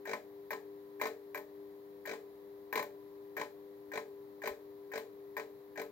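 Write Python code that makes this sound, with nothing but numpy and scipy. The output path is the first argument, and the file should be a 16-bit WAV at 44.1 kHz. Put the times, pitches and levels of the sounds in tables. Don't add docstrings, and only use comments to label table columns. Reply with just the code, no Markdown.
import sys
import numpy as np
from scipy import signal
from scipy.fft import rfft, irfft
from scipy.io import wavfile

SR = 44100
rng = np.random.default_rng(int(sys.argv[2]) if len(sys.argv) > 2 else 0)


def wav_out(sig):
    wavfile.write(sys.argv[1], SR, np.round(np.clip(np.atleast_2d(sig).T, -1, 1) * 32767).astype(np.int16))


N = 260631

MAINS_HZ = 50
TIME = np.arange(N) / SR
RING_TIME = TIME[:SR // 2]
SIDES = np.array([[1], [-1]])

# frequency in Hz, relative level in dB, t60 in s.
BULB_MODES = [(853, -6.5, 0.17), (1020, -4.5, 0.19), (1620, 1, 0.12), (1710, -14, .08), (1832, 2.5, 0.14),
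              (2004, -6, 0.094), (2330, -6, 0.15), (7450, -26.5, 0.22)]
# frequency in Hz, relative density in dB per Hz.
BULB_WASH = [(300, -19), (900, 3.5), (1350, -30), (1700, 6.5), (2350, -5.5), (2800, -19), (4000, -22.5),
             (8000, -21), (9500, -66), (16000, -19.5)]
# frequency in Hz, relative density in dB per Hz.
SPARK_WASH = [(70, -24), (300, 7), (1000, -1.5), (2300, 8), (2900, -2), (4200, 2.5), (5200, -6.5),
              (7500, -5.5), (9500, -16), (12000, -9.5), (16000, -15)]
STRIP_HZ = (13203, 13490, 14070, 14190, 15420)
# relative level in dB, t60 in s.
STRIP_DECAY = [(3, 0.14), (-13, .06), (8, .035), (-1, 0.038), (-11, .035)]
# frequency in Hz, relative density in dB per Hz.
STRIP_WASH = [(300, -49), (9500, -38), (12500, -9.5), (14000, -3), (16000, -8.5)]
HARD_TICK_DB, SOFT_TICK_DB = -1.5, -9.5


def starter():
    pings = [(s, ping) for s, ping, hard in closings()]
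    sparks = [(s, spark) for s, knock, spark, tick in snaps()]
    ticks = [(s, ping + (HARD_TICK_DB if hard else SOFT_TICK_DB)) for s, ping, hard in closings()]
    ticks += [(s, tick) for s, knock, spark, tick in snaps()]
    strip_modes = [(hz, db, t60) for hz, (db, t60) in zip(STRIP_HZ, STRIP_DECAY)]
    arc = varied(lambda: wash(SPARK_WASH, crack_t60=0.024, tail_db=-9, rise_cycles=0.58), change_db=3)

    def bulb_response():
        dense = wash(BULB_WASH, crack_t60=0.11, tail_db=7, rise_cycles=3)
        return from_db(-3) * ringing(BULB_MODES) + from_db(-10) * dense

    def strip_response():
        dense = wash(STRIP_WASH, crack_t60=0.028, tail_db=-20, rise_cycles=7.3)
        return from_db(-14.5) * ringing(strip_modes) + from_db(-10.5) * dense

    bulb = strike(pings, bulb_response)
    spark = strike(sparks, lambda: from_db(-14) * arc())
    strip = strike(ticks, strip_response)
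    return bulb + spark + strip


# contact closes in s, contact opens in s, relative levels in dB of the
TRIES = [(0.054, .133, -42.5, -40.5, -35, -37, -56), (0.5061, 0.531, -39.5, -42.5, -40.5, -39.5, -53),
         (0.9971, 1.0687, -45.5, -37, -43, -36, -44), (1.346, 1.375, -40.5, -44, -45.5, -43, -43.5),
         (2.054, 2.134, -42.5, -40.5, -46, -38, -68), (2.7267, 2.826, -37.5, -43.5, -43, -45, -41.5),
         (3.367, 3.4133, -40, -41, -36, -34.5, -62), (3.9169, 3.9749, -43, -39.5, -37.5, -35.5, -63),
         (4.418, 4.474, -44, -38.5, -36.5, -33, -40.5), (4.917, 4.977, -44.5, -38.5, -43, -35, -46),
         (5.367, 5.3967, -40.5, -41, -44, -37.5, -64), (5.7563, 5.816, -47.5, -40, -46.5, -40.5, -45)]
HARD_PING_DB = -41.25


def closings():
    return [(close, ping, ping > HARD_PING_DB) for close, _, ping, *_ in TRIES]


# time in s, then relative levels in dB of the housing knock, spark snap and treble tick.
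MID_TRY_SNAPS = [(1.0135, -32.5, -39, -38.5), (1.0554, -35.5, -40, -52), (2.0588, -65, -40.5, -46),
                 (2.756, -34, -30.5, -39), (2.775, -33.5, -31.5, -55), (2.7937, -38, -37, -51)]


def snaps():
    openings = [(opens, knock, spark, tick) for _, opens, _, _, knock, spark, tick in TRIES]
    return openings + MID_TRY_SNAPS


# frequency in Hz, relative level in dB when jolted,
# relative level in dB when knocked, t60 in s.
HOUSING_MODES = [(203.8, -18.5, -20, 0.21), (251, -18.5, -18.5, 0.21), (393.7, -12.5, -27, 0.45),
                 (438, -2.5, -8, 0.4), (458, -15, -12.5, 0.47), (585.2, -4.5, -14.5, 0.35),
                 (621, -8.5, -11.5, 0.28), (692, -17, -20.5, 0.28), (808, -21, -17, 0.12),
                 (865.6, -29, -5, 0.16), (1013.5, -11, 2, 0.12), (1052, -24, -1, 0.1),
                 (1122, -27, -12, 0.13), (1286, -19.5, -15.5, 0.19), (1514, -8.5, -10.5, 0.13),
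                 (1630, -9, -17, 0.2), (1820, -14, -5, 0.13), (1905, -19, -8, 0.088),
                 (2078, -15, -0.5, 0.051), (2290, -9.5, -5, 0.098), (2350, -6.5, -6, 0.062),
                 (3930, -18, -21, 0.099), (4287, -19, -23, 0.1), (6270, -19, -35, 0.096)]
# frequency in Hz, relative density in dB per Hz.
HOUSING_WASH = [(40, -32), (90, -13), (200, -6.5), (450, 5.5), (700, 5), (850, 8), (930, -19), (1070, -2.5),
                (1360, -14.5), (1650, 3), (2350, 1.5), (2700, -15), (4200, -14.5), (7400, -16.5),
                (9300, -31.5), (16000, -23)]
SURGE_KNOCK_DB = -2


def housing():
    knocks = [(s, ping + SURGE_KNOCK_DB) for s, ping, hard in closings() if hard]
    knocks += [(s, knock) for s, knock, spark, tick in snaps()]
    pulled = from_db(-1) * ringing([(hz, jolt, t60) for hz, jolt, knock, t60 in HOUSING_MODES])
    knocked = from_db(-1.5) * ringing([(hz, knock, t60) for hz, jolt, knock, t60 in HOUSING_MODES])

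    def jolt_response():
        return pulled + from_db(-5) * wash(HOUSING_WASH, crack_t60=0.071, tail_db=-10.5, rise_cycles=1.4)

    def knock_response():
        return knocked + from_db(-6) * wash(HOUSING_WASH, crack_t60=0.034, tail_db=-11, rise_cycles=0.25)

    buzz = strike(preheat_jolts(), jolt_response)
    clack = strike(knocks, knock_response)
    return buzz + clack


FIRST_JOLT_S = 0.0187
LAST_JOLT_GAP_S = 0.013
JOLT_GROWTH_DB = 1


def preheat_jolts():
    jolts = []
    for close, opens, ping, buzz, *_ in TRIES:
        sooner = (ping > HARD_PING_DB) * 0.5 / MAINS_HZ
        first = close + FIRST_JOLT_S - sooner
        times = np.arange(first, opens - LAST_JOLT_GAP_S, 1 / MAINS_HZ)
        jolts += [(s, buzz + k * JOLT_GROWTH_DB) for k, s in enumerate(times)]
    return jolts


# frequency in Hz, left-right difference in dB.
CLICK_BALANCE = [(200, 5.1), (700, 2.2), (1300, 4.4), (2400, 4.8), (4400, 5.6), (8000, 6.8), (14000, 13)]
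# frequency in Hz, correlation from 0 to 1.
CLICK_LIKENESS = [(200, 0.95), (500, 0.82), (1000, 0.4), (2000, 0.15), (4000, 0.1), (15000, 0)]


def ringing(modes):
    out = 0
    for hz, db, t60 in modes:
        lag = np.arccos(np.clip(at_hz(CLICK_LIKENESS, hz), -1, 1))
        level = db + SIDES * at_hz(CLICK_BALANCE, hz) / 2 - 60 * RING_TIME / t60
        build_up = 1 - np.exp(-RING_TIME * hz)
        phase = 2 * np.pi * (hz * RING_TIME + rng.random()) + SIDES * lag / 2
        out = out + build_up * from_db(level) * np.sin(phase)
    return out


# frequency in Hz, t60 in s.
ROOM_TAIL = [(150, 0.16), (500, 0.28), (1000, 0.36), (2000, 0.24), (6000, 0.26), (15000, 0.28)]


def wash(spectrum, crack_t60, tail_db, rise_cycles):
    noise = rfft(stereo_noise(spectrum, CLICK_BALANCE, CLICK_LIKENESS, size=len(RING_TIME)))
    hz = np.arange(noise.shape[1]) * SR / len(RING_TIME) + 1e-9
    out = 0
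    for centre in 62.5 * 2. ** np.arange(9):
        band = irfft(noise * np.maximum(1 - abs(np.log2(hz / centre)), 0), len(RING_TIME))
        crack = from_db(-60 * RING_TIME / crack_t60)
        tail = from_db(tail_db - 60 * RING_TIME / at_hz(ROOM_TAIL, centre))
        build_up = 1 - np.exp(-RING_TIME * centre / rise_cycles)
        out = out + band * np.hypot(crack, tail) * build_up
    return unit_attack(out)


def unit_attack(response):
    return response / np.sqrt(np.mean(response[:, :SR // 100] ** 2))


def varied(respond, change_db):
    usual, change = respond(), from_db(change_db)
    return lambda: (usual + change * respond()) / np.hypot(1, change)


def strike(hits, respond):
    out = np.zeros((2, N + SR))
    for s, db in hits:
        at = int(np.clip(s * SR, 0, N))
        out[:, at:at + len(RING_TIME)] += from_db(db) * respond()
    return out[:, :N]


ECHO_DELAY_S, ECHO_DB = 0.001298, -2.5


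def reflections(x):
    smear = rng.standard_normal((2, SR // 300))
    smear /= np.linalg.norm(smear, axis=1, keepdims=True)
    bright = signal.sosfilt(signal.butter(4, 3000, "high", fs=SR, output="sos"), x)
    smeared = signal.oaconvolve(bright, smear, axes=1)
    late = np.pad(smeared, ((0, 0), (int(ECHO_DELAY_S * SR), 0)))
    return x + from_db(ECHO_DB) * late[:, :N]


# multiple of the mains frequency, rms level in dB before waver,
# thinning and balance.
HUM_PARTIALS = [(4, -81.5), (6, -61), (8, -52), (10, -68.5), (12, -76), (14, -81), (20, -77), (22, -91)]
# frequency in Hz, left-right difference in dB.
HUM_BALANCE = [(300, 7), (400, 4), (1000, 4.5)]
HUM_LAG_S = 0.00016


def hum(waver_db=1.75):
    thinning = beat_thinning()
    out = 0
    for multiple, db in HUM_PARTIALS:
        hz = multiple * MAINS_HZ
        waver = np.interp(TIME, np.linspace(0, TIME[-1], 60), rng.standard_normal(60))
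        level = db + thinning + waver_db * waver + SIDES * at_hz(HUM_BALANCE, hz) / 2
        cycles = hz * (TIME + SIDES * HUM_LAG_S / 2) + rng.random()
        out = out + np.sqrt(2) * from_db(level) * np.sin(2 * np.pi * cycles)
    return out


THINNING_DB, FULL_KNOCK_DB = -8, -35
THINNING_DELAY_S, THINNING_HALF_S = 0.089, 0.024


def beat_thinning():
    thinning = 0
    for _, opens, _, _, knock, *_ in TRIES:
        depth = THINNING_DB * from_db(knock - FULL_KNOCK_DB)
        age = TIME - opens - THINNING_DELAY_S
        thinning = thinning + depth * np.exp(-(age / THINNING_HALF_S) ** 2)
    return thinning


# frequency in Hz, left-right difference in dB.
AIR_BALANCE = [(60, 6.1), (200, 5.2), (700, 1.3), (1300, 0.87), (4400, 3.9), (8000, 1.4), (15000, .5)]
THUMP_AT_S, THUMP_DB, THUMP_HZ, THUMP_T60_S = 4.51, -55, 77, 0.089


def thump():
    age = np.maximum(TIME - THUMP_AT_S, 0)
    level = THUMP_DB - 60 * age / THUMP_T60_S + SIDES * at_hz(AIR_BALANCE, THUMP_HZ) / 2
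    return from_db(level) * np.sin(2 * np.pi * THUMP_HZ * age)


# frequency in Hz, relative density in dB per Hz.
AIR = [(25, -28), (60, -4.5), (130, 3.5), (240, 1.5), (430, 6.5), (650, 1), (1000, 1.5), (1450, -10.5),
       (1900, -6), (2800, -22.5), (4000, -13.5), (6300, -31.5)]
# frequency in Hz, relative density in dB per Hz.
HISS = [(3000, -7.5), (6000, -11), (7600, -14), (8600, -19), (9600, -29), (10500, -6.5), (12000, -1.5),
        (15700, -0.5)]
# frequency in Hz, correlation from 0 to 1.
AIR_LIKENESS = [(60, 0.52), (300, 0.34), (640, 0), (1400, 0), (3000, 0), (15000, 0)]


def room_tone():
    even_size = N + N % 2
    air = from_db(-63) * stereo_noise(AIR, AIR_BALANCE, AIR_LIKENESS, size=even_size)
    hiss = from_db(-68.5) * stereo_noise(HISS, AIR_BALANCE, AIR_LIKENESS, size=even_size)
    return (air + hiss)[:, :N]


def stereo_noise(spectrum, balance, likeness, size):
    hz = np.arange(size // 2 + 1) * SR / size
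    mid, side = np.exp(2j * np.pi * rng.random((2, len(hz))))
    alike = np.clip(at_hz(likeness, hz), -1, 1)
    both = np.sqrt(1 + alike) * mid + np.sqrt(1 - alike) * side * SIDES
    level = at_hz(spectrum, hz) + SIDES * at_hz(balance, hz) / 2
    return rms_one(irfft(both * from_db(level), size))


def from_db(db):
    return 10 ** (np.asarray(db) / 20)


def rms_one(x):
    return x / np.sqrt(np.mean(x ** 2) + 1e-20)


def at_hz(points, hz):
    knots, values = np.transpose(points)
    return np.interp(np.log(hz + 1e-9), np.log(knots), values)


def scene():
    return reflections(starter() + housing()) + thump() + hum() + room_tone()


def record(dry):
    return signal.sosfilt(signal.ellip(10, 0.2, 80, 15900, fs=SR, output="sos"), dry)


dry = scene()
out = record(dry)
wav_out(out)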